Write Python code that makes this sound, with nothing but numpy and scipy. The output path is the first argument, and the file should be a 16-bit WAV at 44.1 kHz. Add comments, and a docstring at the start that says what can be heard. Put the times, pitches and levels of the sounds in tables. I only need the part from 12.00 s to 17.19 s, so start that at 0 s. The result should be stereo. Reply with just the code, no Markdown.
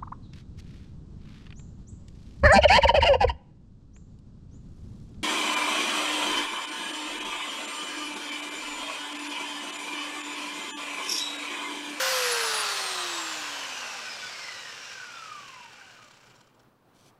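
"""Outdoors beside a wooden frame, one microphone straight ahead of a hand-held belt sander.
The sander is switched off and coasts to a stop: rotor hum, gear whine, fan tone and rushing air all sink
with the shaft speed, while the belt rubs on through the housing's fixed resonances and ends in short
scrapes. Then a hand sweeps the dust off the wood. Timbers and concrete close by throw weak echoes;
the yard rumbles in the distance."""
import sys
import numpy as np
from scipy import signal
from scipy.fft import rfft, irfft, next_fast_len
from scipy.io import wavfile

SR = 44100
rng = np.random.default_rng(int(sys.argv[2]) if len(sys.argv) > 2 else 0)


def file_out(sig):
    """Save sig as 16-bit WAV at sys.argv[1]."""
    # one column per channel
    cols = np.atleast_2d(sig).T
    # limit, then scale
    lim = np.clip(cols, -1, 1)
    pcm = np.round(lim * 32767).astype(np.int16)
    wavfile.write(sys.argv[1], SR, pcm)


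N = 229006
TIME = np.arange(N) / SR
FREQS = np.maximum(np.fft.rfftfreq(N, 1 / SR), 1)

# Speeds are in shaft turns per second; an order is a multiple of the shaft speed.
# A fall is the level lost with each halving of the speed, counted from full speed.
FULL_SPEED, STALL_SPEED = 524.8, 25
SWITCH_OFF_S = .1071
LOOP_PER_TURN = .478   # rounds of the toothed drive belt per shaft turn

# critical speeds that shake the rotor, and a calm between (speed [turns/s], width [turns/s], lift [dB])
ROTOR_CRITICALS = [(491.4, 116, 13.5), (394, 62, -9), (344, 120, 13)]
# casing peaks and dips that the falling tones sweep through (frequency [Hz], width [Hz], lift [dB])
CASING_BANDS = [(605, 42, 5.5), (685, 70, -1.5), (756, 69, 2.5), (865, 220, 8), (920, 59, -6),
                (1067, 140, -6.5), (1201, 80, 8.5), (1350, 160, 3.5), (1510, 73, 5), (1600, 40, -0.5),
                (1733, 140, -8), (1846, 70, 5), (1925, 40, -6), (2030, 100, 5.5), (2150, 82, 0),
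                (2270, 240, -2.5), (2500, 88, 2), (2680, 95, 2), (3020, 60, 1.5), (3340, 350, -4),
                (3960, 770, 5.5), (4600, 300, 5), (5100, 200, 1.5), (5940, 140, 6), (6850, 660, -4),
                (7500, 490, 5), (8700, 590, 2.5), (9526, 240, -16), (9750, 280, 13), (10700, 270, 2.5),
                (11000, 180, 9.5)]
# weaker tones of motor and gear (order [per turn], base level [dB], fall [dB])
MOTOR_OVERTONES = [(2.637, -56, 7.5), (21.9, -56.5, 9.5), (26.9, -57.5, 11.5), (30.9, -57, 19),
                   (33.7, -62, 16)]
# drive belt tones (harmonic [per round], base level [dB], fall [dB])
DRIVE_BELT_TONES = [(3, -54, 20), (6, -49, 20), (7, -46, 17), (8, -51.5, 16.5), (13, -55.5, 7.5),
                    (14, -52, 16), (22, -56.5, 8), (24, -61, 9)]
# a low whirr and the fan tone's rough octave (order [per turn], base level [dB], fall [dB])
LATE_WHIRR = [(5.06, -50.5, 11.5), (22.06, -60, 2)]
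# where the main gear tone sings or sinks (speed [turns/s], width [turns/s], lift [dB])
MAIN_GEAR_BANDS = [(244, 22, 0), (223, 10, 7), (204, 24, -8), (175, 8, 2.5)]
# where the upper gear tone sings (speed [turns/s], width [turns/s], lift [dB])
UPPER_GEAR_BANDS = [(313, 22, 12), (245, 22, 13), (201, 22, 13.5), (160, 12, 4)]
# spectrum of the fan's turbulence (order [per turn], relative level [dB])
AIR_SPECTRUM = [(.06, -51.5), (.25, -30), (.7, -20), (1.25, -11), (2.1, -6), (3.2, -1.5), (4.6, -3.5),
                (7, -6), (9.5, -2.5), (13.5, -10.5), (19, -14), (25, -17), (35, -21.5), (48, -22),
                (70, -53)]
# growling bands and dips in that turbulence (order [per turn], width [per turn], lift [dB])
AIR_GROWLS = [(1.45, .15, 2.5), (2.6, .15, 2), (3.35, .25, 2.5), (4.85, .3, -3.5), (7.4, .7, -2.5),
              (10.6, 1.3, -2.5)]
# fixed resonances of the housing (frequency [Hz], width [Hz], lift [dB])
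HOUSING_BANDS = [(570, 70, 0), (1038, 110, 10), (1316, 140, 4), (1680, 130, 2.5), (2200, 390, -6.5),
                 (2570, 180, 4.5), (2980, 110, -0.5), (3080, 110, 0.5), (4960, 230, -1), (5620, 980, 2),
                 (7070, 320, 2.5), (9800, 520, -1), (12300, 600, 2.5)]
# sanding belt rubbing over platen and rollers (frequency [Hz], relative level [dB])
RUB_SPECTRUM = [(40, -44), (150, -25.5), (350, -17), (550, -8.5), (800, -8.5), (1200, -9), (2000, 0.5),
                (3000, -4), (4500, -3.5), (6000, -7.5), (7800, -11), (9300, -19.5), (12000, -24),
                (16000, -26)]
# ringing of the sander's frame and rollers (frequency [Hz], width [Hz], relative level [dB])
FRAME_MODES = [(527, 73, -6.5), (1009, 188, -4), (1203, 110, -0.5), (1473, 115, 3), (1836, 74, -6),
               (2403, 190, 0), (2778, 220, -1), (2988, 78, -5.5)]
# bright hiss of the belt's edge (frequency [Hz], width [Hz], relative level [dB])
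EDGE_MODES = [(5350, 750, 0)]
# distant outdoor rumble and faint hiss (frequency [Hz], relative level [dB])
YARD_SPECTRUM = [(20, -8.5), (70, -12), (95, -4.5), (120, 3.5), (150, -2), (250, -3), (400, -6),
                 (700, -8.5), (1200, -9.5), (2000, -20.5), (4000, -26), (7000, -33.5), (12000, -33.5),
                 (16000, -19)]
# falling tones that flare (time [s], order [per turn], half length [s], level [dB], flutter [Hz])
TONE_FLARES = [(0.173, 6.21, 0.042, -38, 45.3), (.24, 4.6, .05, -43, 110), (0.307, 3.95, 0.12, -41, 70),
               (0.377, 3.35, 0.11, -42, 30), (0.63, 3.3, 0.13, -41.5, 55), (.63, 6.69, 0.062, -41, 30),
               (.68, 10.95, 0.25, -42.5, 170), (1.03, 10.5, 0.1, -45, 130), (1.846, 10.75, .06, -45, 90),
               (1.853, 4.7, 0.048, -46, 90), (1.872, 6.21, 0.063, -47, 22), (2.048, 6.69, 0.079, -44.5, 22),
               (2.245, 7.1, 0.058, -46.5, 24.8)]
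# resonances that sing up briefly, patches of the edge's hiss and short knocks (time [s], frequency [Hz], half
# length [s], level [dB], width [Hz])
RESONANCE_SWELLS = [(1.253, 1232, 0.12, -44, 22), (1.4, 1560, 0.28, -48, 90), (1.45, 2650, .25, -51, 60),
                    (1.601, 3000, 0.19, -49, 110), (1.6, 1040, 0.29, -54, 22), (2.02, 2650, 0.058, -49, 80),
                    (2.234, 3480, 0.075, -48.5, 45), (2.55, 1453, .06, -51, 30), (2.6, 2900, 0.12, -50, 90),
                    (2.87, 2796, .09, -50, 100), (3.155, 2460, 0.25, -54, 110), (3.4, 2960, .2, -62, 60),
                    (3.552, 2720, 0.2, -56.5, 140), (3.87, 2860, 0.13, -63, 100),
                    (2.45, 5350, 0.12, -51.5, 110), (2.686, 5230, .06, -52.5, 90),
                    (2.88, 5650, 0.13, -51, 330), (3.2, 5750, 0.28, -62, 160), (3.146, 4980, 0.22, -61, 60),
                    (3.18, 3550, 0.033, -53, 70), (3.815, 1520, .014, -50.5, 120),
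                    (3.9, 1560, 0.044, -60, 70), (4.02, 1250, 0.027, -58, 60)]
# catches of the slowing belt (time [s], level [dB], half length [s])
BELT_CATCHES = [(3.25, -50, 0.0044), (3.287, -61, .004), (3.363, -51, 0.006), (3.487, -52, 0.0045),
                (3.52, -58, 0.0056), (3.58, -62, 0.0046), (3.61, -52, 0.0045), (3.647, -60, .005),
                (3.733, -51, 0.0042), (3.772, -55, 0.0056), (3.796, -57, .004), (3.85, -58, 0.0065),
                (3.866, -55, 0.0057), (3.894, -62, .004), (3.913, -53, .006), (4.046, -56, .008),
                (4.083, -55, .008), (4.114, -56, 0.0072), (4.142, -59, .008), (4.178, -60, 0.009),
                (4.21, -62, 0.0081), (4.242, -60, 0.01), (4.271, -58, 0.011), (4.31, -61, 0.019),
                (4.36, -58, 0.01), (4.39, -62, 0.0075), (4.412, -56, 0.0069), (4.444, -66, .005),
                (4.475, -62.5, .006), (4.502, -68, .005), (4.549, -67, .008), (4.6, -60.5, 0.0062),
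                (4.633, -67, .004)]
# spectrum of their rasp (frequency [Hz], relative level [dB])
SCRAPE_SPECTRUM = [(400, 0.5), (1400, 10), (2200, -12), (3500, -1.5), (5500, 3), (7600, -6.5),
                   (8800, -10.5), (12000, -14), (16000, -28)]
# metal ringing under each scrape (frequency [Hz], width [Hz], lift [dB])
METAL_BANDS = [(3100, 220, 13), (4100, 350, 2), (5500, 400, 1), (7240, 200, 11), (7750, 400, 6)]
# palm on dusty wood (frequency [Hz], relative level [dB])
PALM_SPECTRUM = [(400, -20), (1200, -10), (2000, -11), (3200, -4.5), (5800, -6), (8000, -9), (11000, -12),
                 (16000, -19)]
# timber ringing under the palm (frequency [Hz], width [Hz], lift [dB])
TIMBER_BANDS = [(2350, 250, 6), (2750, 300, -3), (3280, 480, 4), (3900, 300, -2), (4550, 250, 4),
                (5950, 300, 5), (6700, 350, -4)]


def from_db(db):
    """Decibels to gain."""
    return 10 ** (np.asarray(db) / 20)


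def rms_one(x):
    """Scale to unit power."""
    return x / np.sqrt(np.mean(x ** 2) + 1e-20)


def step(x, at, width):
    """A smooth rise from 0 to 1 as x passes `at`."""
    return .5 + .5 * np.tanh((x - at) / (2 * width))


def bump(at_s, half_length_s):
    """A bell-shaped envelope that peaks at 1."""
    return np.exp(-((TIME - at_s) / half_length_s) ** 2)


def white():
    """Plain noise."""
    return rng.standard_normal(N)


def drift(rate):
    """Random wander with up to about `rate` changes a second; rms 1."""
    size = next_fast_len(N)
    hz = np.fft.rfftfreq(size, 1 / SR)
    return rms_one(irfft(rfft(rng.standard_normal(size)) / (1 + (hz / rate) ** 4), size)[:N])


def grit(per_s, spread_db):
    """Random tiny contacts of uneven size; rms 1."""
    contacts = rng.random(N) < per_s / SR
    return rms_one(contacts * white() * from_db(spread_db * np.clip(white(), -2, 2)))


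def tone(cycles, rough, flutter):
    """A tone following a phase in cycles, with noise of depth `rough` up to `flutter` Hz on it; rms 1."""
    wobble = 1 + rough * (drift(flutter) + 1j * drift(flutter))
    return rms_one(np.real(wobble * np.exp(2j * np.pi * cycles)))


def coloured(x, spectrum, axis=FREQS):
    """Give a white signal a spectrum; rms 1."""
    points, level_db = np.transpose(spectrum)
    gain = from_db(np.interp(np.log(axis), np.log(points), level_db))
    return rms_one(irfft(rfft(x) * gain, N))


def lift(axis, bands):
    """Gain of peaks and dips along a frequency or speed axis."""
    return from_db(sum(db / (1 + (2 * (axis - centre) / width) ** 2) for centre, width, db in bands))


def lifted(x, bands, axis=FREQS):
    """Filter a signal through peaks and dips; rms 1."""
    return rms_one(irfft(rfft(x) * lift(axis, bands), N))


def ringing(x, modes):
    """Drive a set of resonances, each applied twice for steep flanks; rms 1."""
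    response = sum(from_db(db) / (1 + 1j * (FREQS - hz ** 2 / FREQS) / (1.82 * width)) ** 2
                   for hz, width, db in modes)
    return rms_one(irfft(rfft(x) * response, N))


def by_speed(speed, level_db, fall_db):
    """Gain of a part that loses `fall_db` with every halving of the speed."""
    return from_db(level_db - fall_db * np.log2(FULL_SPEED / speed))


def partials(speed, turns, table, rough, flutter):
    """Tones that fall with the shaft speed through the casing's peaks and dips."""
    out = 0
    for order, level_db, fall_db in table:
        gain = by_speed(speed, level_db, fall_db) * lift(order * speed, CASING_BANDS)
        out += gain * tone(order * turns, rough, flutter)
    return out


def loop_swing(turns):
    """One swing for each round of the drive belt."""
    return np.sin(2 * np.pi * LOOP_PER_TURN * turns)


def shaft_speed():
    """After the switch-off, dry friction, grease and fan drag brake the shaft; turns per second."""
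    friction, grease, fan_drag = 68.497, .062258, .00045407
    speeds = np.linspace(FULL_SPEED, 1, N)
    braking = friction + grease * speeds + fan_drag * speeds ** 2   # turns/s lost each second
    reached_s = SWITCH_OFF_S + np.cumsum((speeds[0] - speeds[1]) / braking)
    return np.interp(TIME, reached_s, speeds)


def motor(speed, turns):
    """Rotor and drive belt hum at fixed multiples of the shaft speed and fall silent at low speed."""
    hum_gain = by_speed(speed, level_db=-46, fall_db=19.5) * lift(speed, ROTOR_CRITICALS)
    hum = hum_gain * tone(turns, rough=0.084, flutter=15)
    octave_gain = by_speed(speed, level_db=-42, fall_db=22.5) * lift(2 * speed, CASING_BANDS)
    octave = octave_gain * tone(2 * turns, rough=0.7, flutter=22)
    overtones = partials(speed, turns, MOTOR_OVERTONES, rough=0.48, flutter=22)
    belt_orders = [(harmonic * LOOP_PER_TURN, db, fall) for harmonic, db, fall in DRIVE_BELT_TONES]
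    drive_belt = partials(speed, turns, belt_orders, rough=0.94, flutter=10)
    fade = np.clip(speed / 208, 0, 1) ** 7
    return fade * (hum + octave + overtones + drive_belt)


def late_whirr(speed, turns):
    """A low whirr and the fan tone's rough octave, falling almost to the stop."""
    return step(speed, at=52, width=8) * partials(speed, turns, LATE_WHIRR, rough=5.7, flutter=21)


def gear(speed, turns):
    """Two neighbouring gear tones take turns to sing as they fall; each stops below its own speed."""
    main_order, upper_order = 22.93, 23.94
    main_gain = by_speed(speed, level_db=-41.5, fall_db=10.5) * lift(speed, MAIN_GEAR_BANDS)
    main_gain *= lift(main_order * speed, CASING_BANDS)
    main = main_gain * tone(main_order * turns, rough=0.49, flutter=36)
    upper_gain = from_db(-66.5) * lift(speed, UPPER_GEAR_BANDS)
    upper = upper_gain * tone(upper_order * turns, rough=0.26, flutter=30)
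    return step(speed, at=171, width=2.2) * main + step(speed, at=146, width=1.7) * upper


def fan_blades(speed, turns):
    """The blade tone: torn into a rasp by turbulence at high speed, a clear note at low speed."""
    blades, vent_hz, leak_db = 11, 912, -17
    pulley_swing = np.sin(2 * np.pi * turns / 3.6)
    warble = rms_one(1 + .42 * loop_swing(turns) + .42 * pulley_swing)   # both shake the note
    note = warble * tone(blades * turns, rough=.25, flutter=100)
    rasp = tone(blades * turns, rough=5, flutter=160)
    torn = np.clip((speed - 160) / 115, 0, .94)
    hz = blades * speed
    # below vent_hz the vents let only a little of the tone leak out
    vents = step(hz, vent_hz, width=4.4) + from_db(leak_db) * np.minimum(hz / vent_hz, 1)
    gain = by_speed(speed, level_db=-48.5, fall_db=1.3) * vents * lift(hz, CASING_BANDS)
    return gain * (np.sqrt(1 - torn) * note + np.sqrt(torn) * rasp)


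def fan_air(speed, turns):
    """Eddies are shed in step with the fan, so their rush runs ever slower and lower."""
    steps_per_turn = 180   # the eddies are laid out along the shaft's angle
    level_off_speed = 475   # above this speed the rush of air gets no louder
    housing_share = .55
    orders = FREQS / SR * steps_per_turn
    eddies = lifted(coloured(white(), AIR_SPECTRUM, orders), AIR_GROWLS, orders)
    eddies = signal.resample_poly(eddies, 4, 1)
    fine_turns = np.cumsum(np.repeat(speed, 2)) / (2 * SR)   # twice the rate, so nothing folds back
    rush = np.interp(4 * steps_per_turn * fine_turns, np.arange(len(eddies)), eddies)
    rush = signal.resample_poly(rush, 1, 2)
    rush = rms_one(housing_share * lifted(rush, HOUSING_BANDS) + (1 - housing_share) * rush)
    level_db = -25.5 + 1.35 * loop_swing(turns) + 0.3 * drift(40)   # the drive belt shakes the rush
    return by_speed(np.minimum(speed, level_off_speed), level_db, fall_db=19.5) * rush


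def belt_rub(speed, turns):
    """The sanding belt rubs grittily through the housing, sticking and slipping more as it slows."""
    glide_speed, turns_per_catch = 407, 1.605   # above glide_speed the belt glides: no louder
    slowness = np.clip(1 - speed / 170, 0, 1)
    stick_slip_db = (0.5 + 2.3 * slowness) * drift(53)
    stick_slip_db -= slowness * np.cos(2 * np.pi * turns / turns_per_catch)
    rub = lifted(coloured(grit(per_s=22000, spread_db=2.5), RUB_SPECTRUM), HOUSING_BANDS)
    return rub * by_speed(np.minimum(speed, glide_speed), level_db=-30.5 + stick_slip_db, fall_db=9)


def rattle(speed):
    """Loose parts tick about 16 times a turn and ring the sander's frame; a taut belt subdues them."""
    ticks = grit(per_s=16 * speed, spread_db=0.5) / np.sqrt(np.maximum(speed, STALL_SPEED))
    wander = np.cumsum(1 + .012 * drift(4))   # the pitch shifts as the belt moves over the parts
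    ring = np.interp(wander, np.arange(N), ringing(ticks, FRAME_MODES))
    shaken = np.exp(-np.maximum(TIME - SWITCH_OFF_S, 0) / 0.11)   # the drive's shaking dies away
    taut = step(speed, at=325, width=37) * (1 - shaken)
    return ring * by_speed(speed, level_db=-36 - 10.5 * taut, fall_db=6.5)


def belt_edge(speed):
    """The belt's edge hisses, louder once it wanders onto its guide about two seconds in."""
    touch_db = 26.5 * step(TIME, at=2, width=0.12)
    return ringing(white(), EDGE_MODES) * by_speed(speed, level_db=-54.5 + touch_db, fall_db=15)


def close_echoes(x, count=24, level_db=-12):
    """Weak echoes from the timbers and the concrete, 4-28 ms late, ripple the spectrum."""
    lags = (rng.uniform(.004, .028, count) * SR).astype(int)
    signs = rng.choice([-1, 1], count)
    echoes = sum(sign * np.pad(x, (lag, 0), "reflect")[:N] for lag, sign in zip(lags, signs))
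    gain = from_db(level_db)
    return (x + gain * echoes / np.sqrt(count)) / np.sqrt(1 + gain ** 2)


def yard():
    """Distant rumble and faint hiss, wavering gently."""
    return from_db(-61 + 1.2 * drift(4.5)) * coloured(white(), YARD_SPECTRUM)


def resonances(turns):
    """Resonances swell briefly, the belt edge's hiss flares in patches near 5-6 kHz and short knocks ring out;
    falling tones flare up on their way."""
    out = 0
    for at_s, hz, half_s, db, width in RESONANCE_SWELLS:
        out += from_db(db) * bump(at_s, half_s) * tone(hz * TIME, rough=3, flutter=width)
    for at_s, order, half_s, db, flutter in TONE_FLARES:
        out += from_db(db) * bump(at_s, half_s) * tone(order * turns, rough=.9, flutter=flutter)
    return out


def scrapes():
    """Each catch of the crawling belt is a short rasp through the sander's metal."""
    catches = sum(from_db(db) * bump(at_s, half_s) for at_s, db, half_s in BELT_CATCHES)
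    rasp = coloured(grit(per_s=20000, spread_db=2), SCRAPE_SPECTRUM)
    return catches * lifted(rasp, METAL_BANDS)


def hand_sweep():
    """Skin brushes over dusty wood in one quickening stroke, pressing hardest near its end."""
    start_s, end_s, edge_s, growth_db_per_s = 4.942, 5.103, 0.0033, 36
    contact = step(TIME, start_s, edge_s) * (1 - step(TIME, end_s, edge_s))
    elapsed = np.clip(TIME, start_s, end_s) - start_s
    press_db = 2 * bump(at_s=5.063, half_length_s=.016)
    dust = lifted(coloured(grit(per_s=5100, spread_db=1), PALM_SPECTRUM), TIMBER_BANDS)
    return contact * from_db(-68 + growth_db_per_s * elapsed + press_db) * dust


def scene():
    """Sander and hand straight ahead of the microphone, the yard far off; both channels alike."""
    speed = shaft_speed()
    turns = np.cumsum(speed) / SR
    background = yard()
    tones = motor(speed, turns) + late_whirr(speed, turns) + gear(speed, turns)
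    tones += fan_blades(speed, turns) + resonances(turns)
    air = fan_air(speed, turns)
    moving = step(speed, STALL_SPEED, width=12)
    belt = moving * (belt_rub(speed, turns) + rattle(speed) + belt_edge(speed)) + scrapes()
    mono = tones + close_echoes(air + belt) + hand_sweep() + background
    return np.array([mono, mono])


def record(dry):
    """The microphone dulls the highest treble, then the top is cut steeply."""
    mic_edge_hz, cutoff_hz = 12100, 15800
    hz = np.fft.rfftfreq(2 * N, 1 / SR)
    microphone = 1 / np.sqrt(1 + (hz / mic_edge_hz) ** 10)
    top_cut = 1 / (1 + (hz / cutoff_hz) ** 300)
    return irfft(rfft(dry, 2 * N) * microphone * top_cut)[:, :N]


dry = scene()
out = record(dry)
file_out(out)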